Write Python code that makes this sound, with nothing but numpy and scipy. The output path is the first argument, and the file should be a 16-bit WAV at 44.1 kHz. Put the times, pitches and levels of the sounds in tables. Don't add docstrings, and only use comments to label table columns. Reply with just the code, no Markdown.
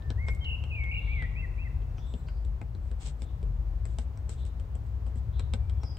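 import sys
import numpy as np
from scipy import signal
from scipy.fft import rfft, irfft
from scipy.io import wavfile
from scipy.ndimage import uniform_filter1d

SR = 44100
rng = np.random.default_rng(int(sys.argv[2]) if len(sys.argv) > 2 else 0)


def store_pcm(level_fs):
    pcm = np.round(np.clip(level_fs, -1, 1) * 32767).astype(np.int16)
    wavfile.write(sys.argv[1], SR, np.atleast_2d(pcm).T)


N = 263718
TIME = np.arange(N) / SR

# (time [s], crack [dB], body thud [dB], wood knock [dB], cloth snap [dB], crack pitch [Hz])
TAPS = [(0.0227, -56, -69, -72, -85, 3650), (0.1037, -42, -42, -51.5, -55, 4040),
        (0.2848, -43, -48.5, -42, -55, 4160), (0.349, -70, -70, -77, -58.5, 3250),
        (0.4452, -48.5, -69, -59, -72, 3460), (0.6386, -45, -53, -61, -60.5, 2940),
        (0.8384, -51.5, -56, -62, -65, 3280), (1.2235, -51, -49, -50.5, -66, 3160),
        (1.8196, -62.5, -52, -78, -88, 3240), (1.9821, -54.5, -54.5, -58, -72.5, 3100),
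        (2.1389, -47, -42.5, -84, -76, 3480), (2.2857, -51, -70, -55, -68, 3100),
        (2.4494, -59.5, -55, -74, -65, 3380), (2.615, -45, -46, -54, -64, 2370),
        (2.75, -56.5, -49.5, -70, -71, 4170), (2.9144, -59, -48.5, -61.5, -61.5, 3920),
        (3.22, -49.5, -48.5, -59.5, -50.5, 3640), (3.4288, -58.5, -45.5, -71, -63.5, 3300),
        (3.854, -56, -49, -57.5, -52.5, 4470), (3.986, -43, -44.5, -53, -46, 3660),
        (4.174, -57.5, -58, -64, -65, 5200), (4.2935, -53, -53, -57.5, -44, 4030),
        (4.4518, -58, -61, -75, -58, 3560), (4.598, -58, -63, -66, -57.5, 3240),
        (4.7532, -61, -49.5, -71, -57.5, 3320), (5.0657, -62, -51, -70, -67, 3280),
        (5.1578, -70, -46.5, -73, -61, 3220), (5.3955, -44, -45.5, -50.5, -52.5, 3720),
        (5.5367, -38.5, -38, -47, -44, 3690), (5.6969, -50.5, -63, -62, -60, 3220),
        (5.8337, -51.5, -46.5, -53.5, -57, 4900), (5.97, -53, -69, -63, -63, 3200)]
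# (pitch [Hz], level [dB], time to fade by 60 dB [s])
KNOCK_MODES = [(880, 3, 0.0023), (1547, -5.5, 0.019), (2260, -2, 0.0059)]
# (pitch [times the crack pitch], level [dB], time to fade by 60 dB [s])
CRACK_MODES = [(.77, -5, 0.0033), (1, 0.5, 0.0064), (1.2, -5, 0.004), (1.42, -3.5, 0.002)]
# (pitch [Hz], level [dB], time to fade by 60 dB [s])
BODY_MODES = [(166, -3, 0.023), (346, 1.5, 0.013), (700, -5.5, 0.0065)]
# (frequency [Hz], level [dB])
SNAP_SPECTRUM = [(3000, -10.5), (5500, -3.5), (6700, -14), (7700, 5.5), (8400, 2), (9300, -13),
                 (10500, -19), (12000, -4.5), (16000, -14.5)]
RUSTLE_SPECTRUM = [(200, -10), (600, 1), (1500, -8), (2300, -4), (3500, 0), (5000, -5.5), (6500, -7.5),
                   (7900, 2), (9000, -6), (10300, -24), (12000, -10), (16000, -22.5)]
# (peak time [s], rise [s], fall before shortening [s], level [dB])
SCUFFS = [(0.276, 0.011, 0.11, -62), (2.88, 0.053, 0.045, -72), (3.022, 0.021, 0.067, -53.5),
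          (3.068, 0.016, 0.058, -51.5), (3.235, 0.032, 0.021, -61), (3.88, 0.024, 0.14, -67),
          (4.01, .015, 0.045, -62), (4.315, 0.021, 0.052, -55.5), (4.41, 0.055, .05, -69.5),
          (4.465, 0.0061, .035, -60), (4.87, 0.013, .04, -73), (5.08, 0.018, 0.023, -67.5),
          (5.178, 0.017, 0.027, -66)]

# (time [s], length [s], start pitch [Hz], middle pitch [Hz], end pitch [Hz],
# warble depth [Hz], warble rate [Hz], level [dB])
SONG_NOTES = [(0, 0.13, 1748, 1795, 1667, 0.5, 1, -61), (0.175, 0.083, 1800, 2150, 2166, 4, -4, -49),
              (.262, 0.064, 2110, 2149, 2188, -1, 7, -42.5),
              (0.406, 0.077, 3160, 3080, 2860, 4.5, -5, -47.5),
              (0.447, 0.1093, 2860, 2800, 2738, 114, 45.5, -40),
              (0.702, 0.057, 2885, 2515, 2830, 0, 7.5, -42), (0.749, 0.17, 2526, 2194, 2255, 0.5, -1, -41),
              (0.906, .066, 2490, 2538, 2583, 289, 36, -38),
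              (0.964, 0.033, 2780, 2800, 2620, -8, -2, -36.5), (1.07, 0.065, 2196, 2267, 2524, 0, 0, -42),
              (1.115, .14, 2480, 2132, 1910, 1.5, 0, -42.5)]
HOOK_NOTES = [(0, 0.0668, 2150, 2603, 2623, 0, 0, -44.5), (.07, .036, 2047, 2076, 1830, 0.017, 0, -44.5)]
# (time [s], level [dB])
HOOK_CALLS = [(1.35, -1), (1.574, -5.5)]
# (time [s], length [s], start pitch [Hz], end pitch [Hz], base rasp [Hz], level [dB])
CHIRPS = [(0.301, 0.027, 12400, 12370, 60, -69.5), (0.92, 0.42, 3656, 3234, 302, -64.5),
          (1.965, 0.041, 6200, 4860, 463, -66), (1.964, 0.18, 3460, 3680, 160, -65.5),
          (2.041, 0.16, 7780, 7530, 213, -70.5), (2.176, 0.053, 4000, 4140, 84, -77),
          (2.26, 0.048, 4270, 4890, 330, -65), (2.354, 0.037, 4400, 5000, 280, -71),
          (3.217, 0.12, 3540, 3680, 233, -71), (4.359, 0.099, 3470, 3790, 250, -64),
          (5.313, 0.132, 3496, 3880, 260, -63), (5.493, 0.34, 2335, 2340, 40, -78),
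          (5.696, 0.28, 3320, 3310, 35, -75), (5.806, 0.06, 5600, 5380, 70, -62.5),
          (5.829, 0.1, 5230, 4770, 100, -55.5)]

# (frequency [Hz], level [dB])
DEEP_SPECTRUM = [(20, -42), (30, -34), (39, -8.5), (48, 4), (56, -1), (64, -14), (90, -45)]
UPPER_SPECTRUM = [(45, -18), (58, -2.5), (66, 3.5), (76, -6), (95, -6.5), (115, -12.5), (145, -36),
                  (200, -46)]
DRONE_SPECTRUM = [(90, -25), (120, -0.5), (140, 0.5), (170, -8.5), (220, -24.5), (300, -34)]
AIR_SPECTRUM = [(100, -6.5), (165, 7.5), (235, 1.5), (330, -1), (450, -2), (700, -3.5), (1000, -6),
                (1400, -11.5), (2200, -18), (3500, -24), (6500, -30), (8000, -32), (10300, -37.5),
                (13000, -33.5), (16000, -31)]
# (time [s], level [dB])
DEEP_LEVEL = [(0.0, -41.5), (0.32, -40.5), (0.96, -39.5), (1.04, -31.5), (2.29, -36), (2.49, -26.5),
              (2.61, -43), (2.97, -33), (3.37, -41.5), (3.45, -29.5), (4.01, -32), (4.13, -49.5),
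              (4.33, -36.5), (4.9, -44.5), (4.98, -43.5), (5.38, -37.5), (5.5, -36.5), (5.98, -38.5)]
UPPER_LEVEL = [(0.0, -41), (0.04, -28), (0.32, -23.5), (0.4, -29.5), (0.84, -27), (1.08, -31.5),
               (1.16, -23.5), (1.28, -33.5), (1.85, -28), (1.93, -34), (2.05, -32.5), (2.73, -33),
               (2.81, -29.5), (3.17, -36), (3.29, -31.5), (4.58, -29.5), (5.78, -24.5), (5.98, -33)]
DRONE_LEVEL = [(0.0, -45.5), (0.08, -35.5), (0.76, -43), (1.36, -34), (1.48, -44.5), (1.89, -39),
               (2.93, -46), (3.09, -39), (3.21, -51), (3.41, -35), (3.81, -45.5), (3.93, -39.5),
               (4.21, -48), (4.29, -43.5), (5.18, -45.5), (5.22, -41.5), (5.9, -43), (5.98, -43)]
AIR_LEVEL = [(0.0, -57.5), (2.06, -58), (2.71, -60), (3.01, -59), (5.98, -58.5)]
# (frequency [Hz], likeness [-1 to 1])
EAR_LIKENESS = [(60, .995), (150, .98), (350, .85), (700, .3), (1400, -.05), (3000, .1), (8000, .2),
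                (15000, 0)]
# (frequency [Hz], left minus right [dB])
LEFT_LEAN = [(60, 4.5), (200, 3.8), (400, 5), (700, 5), (1300, 1.5), (2400, 0), (4400, -1), (8000, 3.5),
             (15000, 1.5)]


def sticks(crack_db=2.5, thud_db=10, knock_db=9, snap_db=8, graze_db=1.5, graze_s=0.0029):
    taps = np.zeros((2, N))
    t, lead = TIME[:SR // 10], TIME[:SR // 50]
    snap_fade = fade(t, t60=0.009) + from_db(-23) * fade(t, t60=0.035)
    graze_spectrum = [(150, -9), (400, 8.5), (1200, 3), (4000, -5), (9000, -40), (12000, -29)]
    graze_rise = np.exp((lead - lead[-1]) / graze_s)
    for s, crack, thud, knock, snap, crack_hz in TAPS:
        body = strike(BODY_MODES, detune=0.15, contact_s=0.004, chatter=0.64)
        wood = strike(KNOCK_MODES, detune=0.02, contact_s=0.004, chatter=0.98)
        high_wood = strike(CRACK_MODES, detune=0.02, contact_s=0.0012, chatter=0.84, pitch=crack_hz)
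        add(taps, s, from_db(thud + thud_db) * body)
        add(taps, s, from_db(knock + knock_db) * wood)
        add(taps, s, from_db(crack + crack_db) * high_wood)
        add(taps, s, from_db(snap + snap_db) * snap_fade * stereo_noise(SNAP_SPECTRUM, len(t)))
        graze = graze_rise * stereo_noise(graze_spectrum, len(lead))
        add(taps, s - lead[-1], from_db(knock + graze_db) * graze)
    ground_spectrum = [(100, 0), (600, 3), (2000, 0), (5000, -3), (9000, -2)]
    forest_spectrum = [(100, -3), (1000, 5), (4000, -3), (12000, -13)]
    ground = scatter(taps, t60=0.075, onset_s=0.003, spectrum=ground_spectrum)
    forest = scatter(taps, t60=0.23, onset_s=0.016, spectrum=forest_spectrum)
    return taps + from_db(-5.5) * ground + from_db(-25) * forest


def strike(modes, detune, contact_s, chatter, pitch=1):
    t, ring = TIME[:SR // 20], 0
    for k, (hz, level_db, t60) in enumerate(modes):
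        hz = hz * pitch * (1 + detune * rng.standard_normal())
        gain = from_db(level_db + 2 * rng.standard_normal((2, 1))) * ear_gains(hz)
        ring = ring + (-1) ** k * gain * np.sin(2 * np.pi * hz * t) * fade(t, t60)
    force = rms_one(rng.standard_normal(len(t)) * np.exp(-t / contact_s)) / np.sqrt(len(t))
    blow = ring + chatter * signal.fftconvolve(ring, force[None], axes=-1)[:, :len(t)]
    return blow / np.sqrt(np.sum(blow ** 2) / (SR / 500))


def scuffs(grain_db=2.5, crackle_db=-1, cracks_per_s=300, fall_speed=1.54):
    swell = np.zeros(N)
    for s, rise, fall, db in SCUFFS:
        from_peak = (TIME - s) / np.where(TIME < s, rise, fall / fall_speed)
        swell += from_db(db) * np.exp(-from_peak ** 2)
    grains = from_db(grain_db * rng.standard_normal(N // 64 + 1))
    roughness = rms_one(np.repeat(grains, 64)[:N])
    clicks = (rng.random(N) < cracks_per_s / SR) * rng.standard_normal((2, N))
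    cracks = rms_one(filtered(clicks, 2, [2200, 5500], "band"))
    pressure = swell / swell.max()
    rustle = roughness * stereo_noise(RUSTLE_SPECTRUM)
    return swell * (rustle + from_db(crackle_db) * pressure ** 2 * cracks)


def songbird(song_db=1, echo_db=-18.5, echo_s=0.049, leaves_db=-12, forest_db=-11, waver_hz=25):
    song = np.zeros(N)
    hooks = [(call_s + s, *shape, db + call_db)
             for call_s, call_db in HOOK_CALLS for s, *shape, db in HOOK_NOTES]
    for s, *shape in SONG_NOTES + hooks:
        add(song, s, note(*shape, waver=waver_hz * flutter(span_s=0.0008, size=SR // 4)))
    direct = delay_left([song, song], lag_s=0.00012)
    echo = from_db(echo_db) * np.interp(TIME - echo_s, TIME, song)
    leaves = from_db(leaves_db) * scatter(song, t60=0.28, onset_s=0.0071)
    forest = from_db(forest_db) * scatter(song, t60=1.0, onset_s=0.035)
    return from_db(song_db) * (direct + echo + leaves + forest)


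def note(length, start_hz, middle_hz, end_hz, warble_depth, warble_rate, db, waver,
         soft_db=-9, swell_s=0.011, attack_s=0.0044, release_s=0.007):
    t = TIME[:len(waver)]
    arc = np.polyfit([0, 0.5, 1], [start_hz, middle_hz, end_hz], 2)
    glide = np.polyval(arc, np.minimum(t / length, 1))
    warble = warble_depth * np.cos(2 * np.pi * warble_rate * t)
    gate = np.clip(np.minimum(t / attack_s, (length - t) / release_s + 0.5), 0, 1)
    swell = from_db(db + soft_db * np.exp(-t / swell_s))
    return whistle(glide - warble + waver, gate * swell)


def far_birds(direct_db=-2, rasp_scale=1.113):
    calls = np.zeros(N)
    for s, length, start_hz, end_hz, rasp_hz, db in CHIRPS:
        t = TIME[:int(length * SR)]
        glide = np.linspace(start_hz, end_hz, len(t))
        rasp = rasp_scale * rasp_hz * flutter(span_s=0.0011, size=len(t))
        add(calls, s, whistle(glide + rasp, from_db(db) * np.sin(np.pi * t / length)))
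    return from_db(direct_db) * calls + scatter(calls, t60=0.51, onset_s=0.0025)


def rumble(upper_db=-4, drone_db=-6.5):
    deep = gain_curve(DEEP_LEVEL) * steadied(stereo_noise(DEEP_SPECTRUM), span_s=0.071)
    upper = gain_curve(UPPER_LEVEL) * steadied(stereo_noise(UPPER_SPECTRUM), span_s=0.13)
    drone = gain_curve(DRONE_LEVEL) * stereo_noise(DRONE_SPECTRUM)
    bands = deep + from_db(upper_db) * upper + from_db(drone_db) * drone
    return delay_left(filtered(bands, 4, 300, "low"), lag_s=0.00057)


def air(air_db=4):
    return from_db(air_db) * gain_curve(AIR_LEVEL) * stereo_noise(AIR_SPECTRUM)


def scatter(x, t60, onset_s, spectrum=((1000, 0),)):
    t = TIME[:SR]
    echoes = stereo_noise(spectrum, SR) * fade(t, t60) * (1 - np.exp(-t / onset_s))
    echoes = rms_one(echoes) / np.sqrt(SR)
    return signal.fftconvolve(np.atleast_2d(x), echoes, axes=-1)[:, :N]


def stereo_noise(spectrum, size=N):
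    hz = np.arange(size // 2 + 1) * SR / size
    mid, side = rfft(rng.standard_normal((2, size)))
    alike = at_hz(EAR_LIKENESS, hz)
    pair = np.sqrt(1 + alike) * mid + np.sqrt(1 - alike) * side * [[1], [-1]]
    return rms_one(irfft(pair * from_db(at_hz(spectrum, hz)) * ear_gains(hz), size))


def whistle(hz, level):
    return np.sqrt(2) * level * np.sin(2 * np.pi * np.cumsum(hz) / SR)


def flutter(span_s, size):
    width = int(span_s * SR)
    return rms_one(uniform_filter1d(uniform_filter1d(rng.standard_normal(size), width), width))


def steadied(x, span_s):
    power = uniform_filter1d(np.mean(x ** 2, axis=0), int(span_s * SR))
    return x / np.sqrt(power + 1e-12)


def soften(x, edge_hz=9200, leak_db=-19.5):
    return filtered(x, 12, edge_hz, "low") + from_db(leak_db) * x


def filtered(x, order, hz, keep):
    return signal.sosfilt(signal.butter(order, hz, keep, fs=SR, output="sos"), x)


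def delay_left(x, lag_s):
    return np.array([np.interp(TIME - lag_s, TIME, x[0]), x[1]])


def ear_gains(hz):
    return from_db(np.array([[0.5], [-0.5]]) * at_hz(LEFT_LEAN, hz))


def at_hz(points, hz):
    frequencies, values = np.transpose(points)
    return np.interp(np.log(np.maximum(hz, 1)), np.log(frequencies), values)


def gain_curve(points):
    return from_db(np.interp(TIME, *np.transpose(points)))


def fade(t, t60):
    return from_db(-60 * t / t60)


def from_db(db):
    return 10 ** (np.asarray(db) / 20)


def rms_one(x):
    return x / np.sqrt(np.mean(x ** 2) + 1e-20)


def add(out, s, sound):
    i = max(0, round(s * SR))
    out[..., i:i + sound.shape[-1]] += sound[..., :max(0, N - i)]


def scene():
    return soften(sticks() + scuffs()) + songbird() + far_birds() + rumble() + air()


def record(dry, low_hz=22, high_hz=15800):
    dry = filtered(dry, 2, low_hz, "high")
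    return signal.sosfilt(signal.ellip(10, 0.1, 80, high_hz, fs=SR, output="sos"), dry)


dry = scene()
out = record(dry)
store_pcm(out)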